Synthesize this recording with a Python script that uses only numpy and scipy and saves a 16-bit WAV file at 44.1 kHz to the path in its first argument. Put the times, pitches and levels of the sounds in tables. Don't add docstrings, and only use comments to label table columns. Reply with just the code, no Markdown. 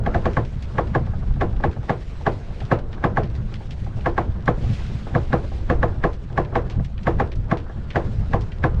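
import sys
import numpy as np
from scipy import signal
from scipy.fft import rfft, irfft, next_fast_len
from scipy.io import wavfile
from scipy.ndimage import uniform_filter1d, map_coordinates

SR = 44100
rng = np.random.default_rng(int(sys.argv[2]) if len(sys.argv) > 2 else 0)


def master(y):
    cut = np.clip(np.atleast_2d(y).T, -1, 1)
    pcm = np.round(cut * 32767)
    wavfile.write(sys.argv[1], SR, pcm.astype(np.int16))


N = 388080


def amp(db):
    return 10 ** (np.asarray(db) / 20)


def unit(x):
    return x / np.sqrt(np.mean(x ** 2) + 1e-20)


def unit_blow(x):
    return x / np.sqrt(np.sum(x ** 2) / (.04 * SR) + 1e-20)


def along(points, hz):
    f, v = np.transpose(points)
    return np.interp(np.log(hz + 1), np.log(f + 1), v)


def curves(rows):
    s, *cols = np.transpose(rows)
    return [np.interp(np.arange(N) / SR, s, c) for c in cols]


def wobble(rate):
    knots = rng.standard_normal(int(N * rate / SR) + 4)
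    return map_coordinates(knots, [np.arange(N) * rate / SR])


def coloured(x, spectrum):
    size = 4096
    cepstrum = irfft(np.log(amp(along(spectrum, np.fft.rfftfreq(size, 1 / SR)))))
    cepstrum[1:size // 2] *= 2
    cepstrum[size // 2 + 1:] = 0
    impulse_response = irfft(np.exp(rfft(cepstrum)))
    return signal.fftconvolve(x, impulse_response)[:len(x)]


def rush(spectrum, patchy_db):
    z = signal.stft(rng.standard_normal(N), nperseg=512)[2]
    field = uniform_filter1d(rng.standard_normal(z.shape), size=7, axis=0)
    field = uniform_filter1d(field, size=8, axis=1)
    noise = signal.istft(z * amp(patchy_db * unit(field)), nperseg=512)[1][:N]
    gain = amp(along(spectrum, np.fft.rfftfreq(N, 1 / SR)))
    return unit(irfft(rfft(noise) * gain, N))


def burst(spectrum, t60, rise_s, grain_db):
    t = np.arange(SR // 4) / SR
    grains = np.interp(t, np.linspace(0, t[-1], 150), rng.standard_normal(150))
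    envelope = amp(grain_db * grains - 60 * t / t60) * (1 - np.exp(-t / rise_s))
    return unit_blow(coloured(rng.standard_normal(len(t)) * envelope, spectrum))


def snap(spectrum):
    return unit_blow(coloured(signal.unit_impulse(SR // 50), spectrum))


def resonances(modes, hz, vary_db):
    centre, width, db = np.transpose(modes)[:, :, None]
    sign = (-1) ** np.arange(len(modes))[:, None]
    gain = sign * amp(db + vary_db * rng.standard_normal(db.shape))
    damping = 1j * hz * width
    return np.sum(gain * damping / (centre ** 2 - hz ** 2 + damping), axis=0)


def ring_out(response):
    sound = irfft(response)[:SR // 4]
    return sound * np.minimum(np.linspace(2, 0, len(sound)), 1)


def add(track, s, sound, lead=0):
    start = round(s * SR) - lead
    sound = sound[max(-start, 0):]
    room = track[max(start, 0):][:len(sound)]
    room += sound[:len(room)]


FAINT_SPREAD_DB = 3


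def strays(rate, db):
    chance = rng.random((int(rate * N / SR), 2))
    return [((k + when) / rate, db + FAINT_SPREAD_DB * (2 * size - 1))
            for k, (when, size) in enumerate(chance)]


# (time [s], slosh level before a small lift [dB])
SLOSH_LEVEL = [(0.0, -39), (0.27, -39), (0.46, -45), (1.62, -44), (1.99, -47.5), (3.09, -41.5), (3.8, -47),
               (4.34, -41.5), (5.66, -43), (5.91, -39.5), (6.2, -47), (6.64, -40.5), (6.86, -47.5),
               (8.26, -43), (8.65, -46), (8.8, -38)]
# (time [s], hiss level before a small lift [dB])
HISS_LEVEL = [(0.0, -64.5), (0.17, -56.5), (1.69, -61.5), (1.86, -57), (2.62, -56), (2.79, -63.5),
              (4.0, -56.5), (4.48, -62.5), (4.63, -52.5), (4.78, -53), (6.3, -61.5), (6.84, -63.5),
              (7.21, -60.5), (7.33, -65), (7.89, -61.5), (8.13, -56), (8.63, -62), (8.8, -60.5)]
# (time [s], foam level [dB])
FOAM_LEVEL = [(4.5, -91), (4.64, -52), (4.75, -45.5), (4.87, -53), (5.1, -60), (5.55, -55.5), (5.9, -85)]
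# (frequency [Hz], relative gain [dB])
SLOSH_COLOUR = [(100, -8), (220, 0), (350, 1.5), (600, -4.5), (1000, -10), (1600, -13), (2300, -31),
                (4000, -35), (14000, -100)]
HISS_COLOUR = [(800, -9.5), (2000, 2), (3500, -2.5), (5000, -7), (7000, -14), (8500, -19), (10000, -29.5),
               (13000, -38.5), (16000, -60.5)]
FOAM_COLOUR = [(300, -9.5), (1200, 4.5), (2500, 11), (4500, 4.5), (7000, -5), (9000, -16), (11000, -20),
               (15000, -44)]


def sea():
    (slosh_db,), (hiss_db,), (foam_db,) = curves(SLOSH_LEVEL), curves(HISS_LEVEL), curves(FOAM_LEVEL)
    slosh = amp(slosh_db + 0.2 + 1.3 * wobble(55)) * rush(SLOSH_COLOUR, patchy_db=2.5)
    bubbles = (rng.random(N) < 1500 / SR) * rng.standard_normal(N)
    fizz = rush(HISS_COLOUR, patchy_db=2.0) + amp(-5.5) * unit(coloured(bubbles, HISS_COLOUR))
    hiss = amp(hiss_db + 1.0 + 1.5 * wobble(45)) * fizz
    foam = amp(foam_db + 1.3 * wobble(190)) * rush(FOAM_COLOUR, patchy_db=.6)
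    return slosh + hiss + foam


# (time [s], strength [dB])
BREEZE = [(0.0, -22), (0.27, -23.5), (0.51, -28.5), (1.47, -24.5), (1.89, -33), (3.06, -29.5), (3.21, -26),
          (3.82, -30), (4.66, -26.5), (4.78, -29), (5.93, -24), (6.12, -29.5), (7.43, -27.5), (7.62, -32),
          (7.87, -31.5), (8.13, -25), (8.53, -27), (8.8, -26.5)]
# (time [s], buffet level [dB], flutter level [dB])
GUST_HITS = [(1.02, -30, -22), (1.31, -17.5, -27), (1.47, -19, -23.5), (1.68, -20.5, -25), (3.4, -27, -25),
             (4.28, -26, -25), (4.66, -22, -22.5), (5.8, -18.5, -23), (6.79, -19, -18.5), (7.17, -22, -21),
             (7.39, -22, -28), (8.21, -21, -24), (8.79, -18.5, -21.5)]
# (frequency [Hz], relative gain [dB])
BUFFET_COLOUR = [(8, -7), (25, 0), (45, -4.5), (70, -2.5), (100, -14.5), (200, -36.5), (500, -91.5),
                 (2000, -120)]
FLUTTER_COLOUR = [(40, -17.5), (80, -1), (120, 1.5), (160, -6.5), (220, -11), (320, -29), (600, -38),
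                  (4000, -120)]
BUFFET_DB, FLUTTER_DB = 1, -3.5
GUST_WIDTH_S = 0.026


def wind():
    strength_db, = curves(BREEZE)
    breeze = amp(strength_db)
    t = np.arange(N) / SR
    push, shake = np.zeros(N), np.zeros(N)
    for s, big_db, small_db in GUST_HITS:
        swell = np.exp(-.5 * ((t - s) / GUST_WIDTH_S) ** 2)
        push += amp(big_db) * swell
        shake += amp(small_db) * swell
    buffet_level = np.hypot(amp(BUFFET_DB + 1.3 * wobble(14)) * breeze, push)
    flutter_level = np.hypot(amp(FLUTTER_DB + 3.44 * wobble(30)) * breeze, shake)
    buffet = buffet_level * rush(BUFFET_COLOUR, patchy_db=0.24)
    flutter = flutter_level * rush(FLUTTER_COLOUR, patchy_db=0.84)
    return buffet + flutter


# (frequency [Hz], width [Hz], typical level [dB])
DECK_MODES = [(312.7, 26, -7.5), (338.6, 13.4, -1), (367.6, 60.0, -10), (463, 13, -4.5), (483.5, 19, -0.5),
              (598, 56, -9), (667.3, 24, -3.5), (719.4, 30.6, -3.5), (801, 64, 0), (808, 31, -3.5),
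              (952, 9.0, -14), (1026, 12, -8.0), (1093, 89, -8.5), (1151, 83, -10.5), (1265, 20, -12),
              (1400, 9.5, -21.5), (1541, 127, -18.5), (1736, 126, -12), (1764, 24, -15), (1930, 90, -18.5),
              (2030, 61, -24), (2170, 120, -24)]


def deck_wave(bright_db, travel_s, front_hz, chatter, direct):
    hz = np.fft.rfftfreq(SR // 2, 1 / SR)
    slowness = np.sqrt(1000 / np.maximum(hz, 1))
    delay = travel_s * np.maximum(slowness - np.sqrt(1000 / front_hz), 0)
    paths = direct + np.exp(-2j * np.pi * np.cumsum(delay) * hz[1])
    # five weaker contacts follow the first, typically within milliseconds
    later = rng.exponential(0.00402, size=(5, 1))
    strength = chatter * rng.standard_normal(size=(5, 1)) * np.exp(-later / 0.0091)
    contacts = 1 + np.sum(strength * np.exp(-2j * np.pi * hz * later), axis=0)
    hardness = [(900, 0), (1600, bright_db), (2100, bright_db), (3000, -11.0), (6000, -37), (14000, -91.5)]
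    ring = ring_out(resonances(DECK_MODES, hz, vary_db=2.0) * paths * contacts)
    return unit_blow(coloured(ring, hardness))


# (frequency [Hz], width [Hz], typical level [dB])
HULL_MODES = [(112.4, 11.0, 0.5), (148, 19, 2), (184.4, 19, -3), (212, 18, -3), (257.6, 29, -8)]


def hull_thump():
    hz = np.fft.rfftfreq(SR // 2, 1 / SR)
    softness = [(300, -18), (1000, -7.0), (3000, -35.0), (10000, -90)]
    return unit_blow(coloured(ring_out(resonances(HULL_MODES, hz, vary_db=1.5)), softness))


# (frequency [Hz], relative gain [dB])
SCATTER_COLOUR = [(90, -9), (200, -4.5), (400, 8.5), (800, 3.5), (1400, -4.5), (1800, -8.5), (2500, -16),
                  (4000, -26), (7000, -38.5), (9500, -52.5), (11500, -47), (13000, -58), (15000, -54.5)]
# (frequency [Hz], t60 [s])
SCATTER_T60 = [(200, 0.38), (700, 0.21), (1800, 0.18), (5000, 0.16), (12000, .17)]


def scatter(build_s):
    hz, t, z = signal.stft(rng.standard_normal(SR // 3), SR, nperseg=256)
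    decay = amp(-60 * t / along(SCATTER_T60, hz)[:, None])
    tail = signal.istft(z * decay, SR, nperseg=256)[1]
    build_up = 1 - np.exp(-np.arange(len(tail)) / SR / build_s)
    return unit_blow(coloured(tail * build_up, SCATTER_COLOUR))


# (time [s], level [dB], extra hull thump [dB], extra brightness [dB])
WINCH_CLACKS = [(0.062, -25, 5.5, -0.5), (0.145, -22.5, 3.5, 0.5), (0.2549, -21, 2, -1.5),
                (0.3686, -22, 5.5, 1.5), (0.7826, -21, -1, 2), (0.9495, -20, -1, -0.5),
                (1.411, -20.5, -6.5, -1.5), (1.6376, -21, 1.5, -0.5), (1.8944, -21.5, 4, 2.5),
                (2.2649, -19.5, -0.5, -0.5), (2.7147, -18.5, 5.5, -1.5), (3.0395, -19.5, 6, -0.5),
                (3.1707, -19.3, -2, -0.5), (4.0593, -20.3, -1.5, 0), (4.1784, -19.2, -5, 0.5),
                (4.478, -19, 4.5, 1), (5.1495, -21.4, 6.5, 1), (5.3292, -20, 5.5, -0.5),
                (5.6989, -20, 5, -0.5), (5.829, -20.3, 3.5, 0), (6.0384, -19.5, 4, -1.5),
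                (6.3761, -20, -1, -2.5), (6.5544, -19.5, 0, -1.5), (7.0688, -19.5, -2.5, -0.5),
                (7.1981, -20, -0.5, -0.5), (7.5132, -20.5, 6, 1), (7.957, -19, -1, 0.5),
                (8.3335, -21.7, 7, -2.5), (8.6382, -19.5, 2, 0)]
# (frequency [Hz], relative gain [dB])
CREEP_COLOUR = [(200, -12.5), (600, 6), (1100, 1.5), (1800, -0.5), (2500, -9.5), (4000, -20.5), (7000, -35),
                (10000, -44), (15000, -64)]
# (frequency [Hz], relative gain [dB])
CRACK_COLOUR = [(900, -31.5), (2000, 13), (2600, -1), (3600, -0.5), (5000, -15), (7000, -20.5),
                (9500, -42.5), (11500, -50.5), (15000, -65.5)]
CRACK_DB, SNAP_DB = -42, -51
BOOM_DB, BOOM_T60_S = -6.5, .22


def winch():
    out = np.zeros(N)
    for s, db, thump_db, bright_db in WINCH_CLACKS:
        creep = burst(CREEP_COLOUR, t60=0.051, rise_s=0.00064, grain_db=2.0)[::-1]
        wave = deck_wave(bright_db, travel_s=.012, front_hz=2100, chatter=.17, direct=0.32)
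        boom = burst(FLUTTER_COLOUR, t60=BOOM_T60_S, rise_s=0.006, grain_db=1.0)
        crack = burst(CRACK_COLOUR, t60=0.037, rise_s=0.001, grain_db=1.0)
        add(out, s + .001, amp(db - 20) * creep, lead=len(creep))
        add(out, s, amp(db - 0.5) * wave)
        add(out, s, amp(db + thump_db - 6) * hull_thump())
        add(out, s, amp(db + BOOM_DB) * boom)
        add(out, s - .0005, amp(CRACK_DB) * crack)
        add(out, s + 0.00092, amp(SNAP_DB) * snap(CRACK_COLOUR))
        add(out, s, amp(db - 4.0) * scatter(build_s=0.0028))
    return out


# (frequency [Hz], relative gain [dB])
TICK_SPECTRUM = [(800, -32), (1800, 4.5), (3300, 3.5), (5500, -4.5), (7500, -15.5), (10000, -29),
                 (15000, -51.5)]


def gear_clicks(rate, db, spread_db):
    out, click = np.zeros(N), snap(TICK_SPECTRUM)
    for when, size in rng.random((round(rate * N / SR), 2)):
        add(out, when * N / SR, amp(db + spread_db * size ** 2) * click)
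    return out


# (time [s], level before the offsets below [dB], extra treble [dB per octave], longer burst's t60 [s])
CLEAR_TICKS = [(0.3326, -36.5, -2, .08), (0.451, -38, -2, .04), (0.625, -35, 1, .1), (0.872, -40, -3, .08),
               (1.566, -42, -4, 0.046), (1.713, -39.5, -1, .19), (2.6047, -32.5, -5, 0.078),
               (2.6516, -39.5, 1, .1), (2.7896, -40, 0, .05), (2.9303, -34.5, -4, .08),
               (3.2344, -34, -3.5, .1), (3.352, -38, 0, .1), (3.541, -31.5, -3, 0.1),
               (3.709, -33, 0, 0.098), (4.0092, -38, -6, .07), (4.4578, -39.5, 3, .09),
               (4.8648, -38, 2.5, 0.045), (6.132, -40, 1, .09), (6.4494, -36.5, -7, .06),
               (6.6994, -31.5, -1, .15), (6.8473, -36, 0.5, 0.076), (6.979, -35.5, -10, .055),
               (7.0329, -40, 0, 0.042), (7.319, -33, -4, .07), (7.3567, -44.5, 5, .08),
               (7.572, -33, -4, .19), (7.905, -27.5, -7.5, .15), (8.4103, -36.5, 3.5, .14),
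               (8.52, -34.5, -7.5, .055)]
FAINT_TICKS_PER_S, FAINT_TICK_DB, FAINT_TICK_T60_S = 1.5, -49, .04


def pawls():
    out = np.zeros(N)
    faint = [(s, db, 0, FAINT_TICK_T60_S) for s, db in strays(FAINT_TICKS_PER_S, FAINT_TICK_DB)]
    for s, db, treble_db, t60 in list(CLEAR_TICKS) + faint:
        colour = [(hz, level + treble_db * np.log2(hz / 4000)) for hz, level in TICK_SPECTRUM]
        short_burst = burst(colour, t60=0.012, rise_s=.0007, grain_db=1.0)
        long_burst = burst(colour, t60, rise_s=0.0086, grain_db=3.5)
        add(out, s - .0005, amp(db - 19) * short_burst)
        add(out, s - .004, amp(db - 17) * long_burst)
    return out


# (time [s], level before the offsets below [dB])
HEAVY_KNOCKS = [(0.756, -30), (1.07, -32.5), (1.135, -29.5), (1.227, -34), (1.362, -31.5), (1.53, -34),
                (1.602, -28), (1.765, -30.5), (1.832, -32.5), (2.209, -32.5), (2.504, -35), (2.616, -29.5),
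                (3.239, -30.5), (3.522, -34.5), (3.607, -32.5), (3.866, -30.5), (4.637, -32), (5.069, -27),
                (5.304, -34), (5.443, -33.5), (5.517, -32), (6.302, -35), (6.527, -26.5), (6.797, -28),
                (7.492, -34), (7.698, -33)]
# (frequency [Hz], relative gain [dB])
KNOCK_COLOUR = [(60, -6), (150, 11), (350, 3.5), (700, 1), (1500, -18.5), (2500, -28), (6000, -53)]
FAINT_KNOCKS_PER_S, FAINT_KNOCK_DB = 2, -40


def bumps():
    out = np.zeros(N)
    for s, db in list(HEAVY_KNOCKS) + strays(FAINT_KNOCKS_PER_S, FAINT_KNOCK_DB):
        thud = burst(KNOCK_COLOUR, t60=0.091, rise_s=0.0014, grain_db=2.5)
        wave = deck_wave(bright_db=-2.0, travel_s=.008, front_hz=2070, chatter=0.48, direct=0.44)
        add(out, s - .002, amp(db - 11.5) * thud)
        add(out, s - .002, amp(db - 14.0) * wave)
    return out


def scene():
    weather = sea() + wind()
    gear = winch() + gear_clicks(rate=11, db=-70.5, spread_db=8) + pawls()
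    return (weather + gear + bumps())[None]


TOP_HZ = 15600


def record(dry):
    size = next_fast_len(N + SR // 2)
    kept = np.fft.rfftfreq(size, 1 / SR) < TOP_HZ
    return irfft(rfft(dry, size) * kept, size)[:, :N]


dry = scene()
out = record(dry)
master(out)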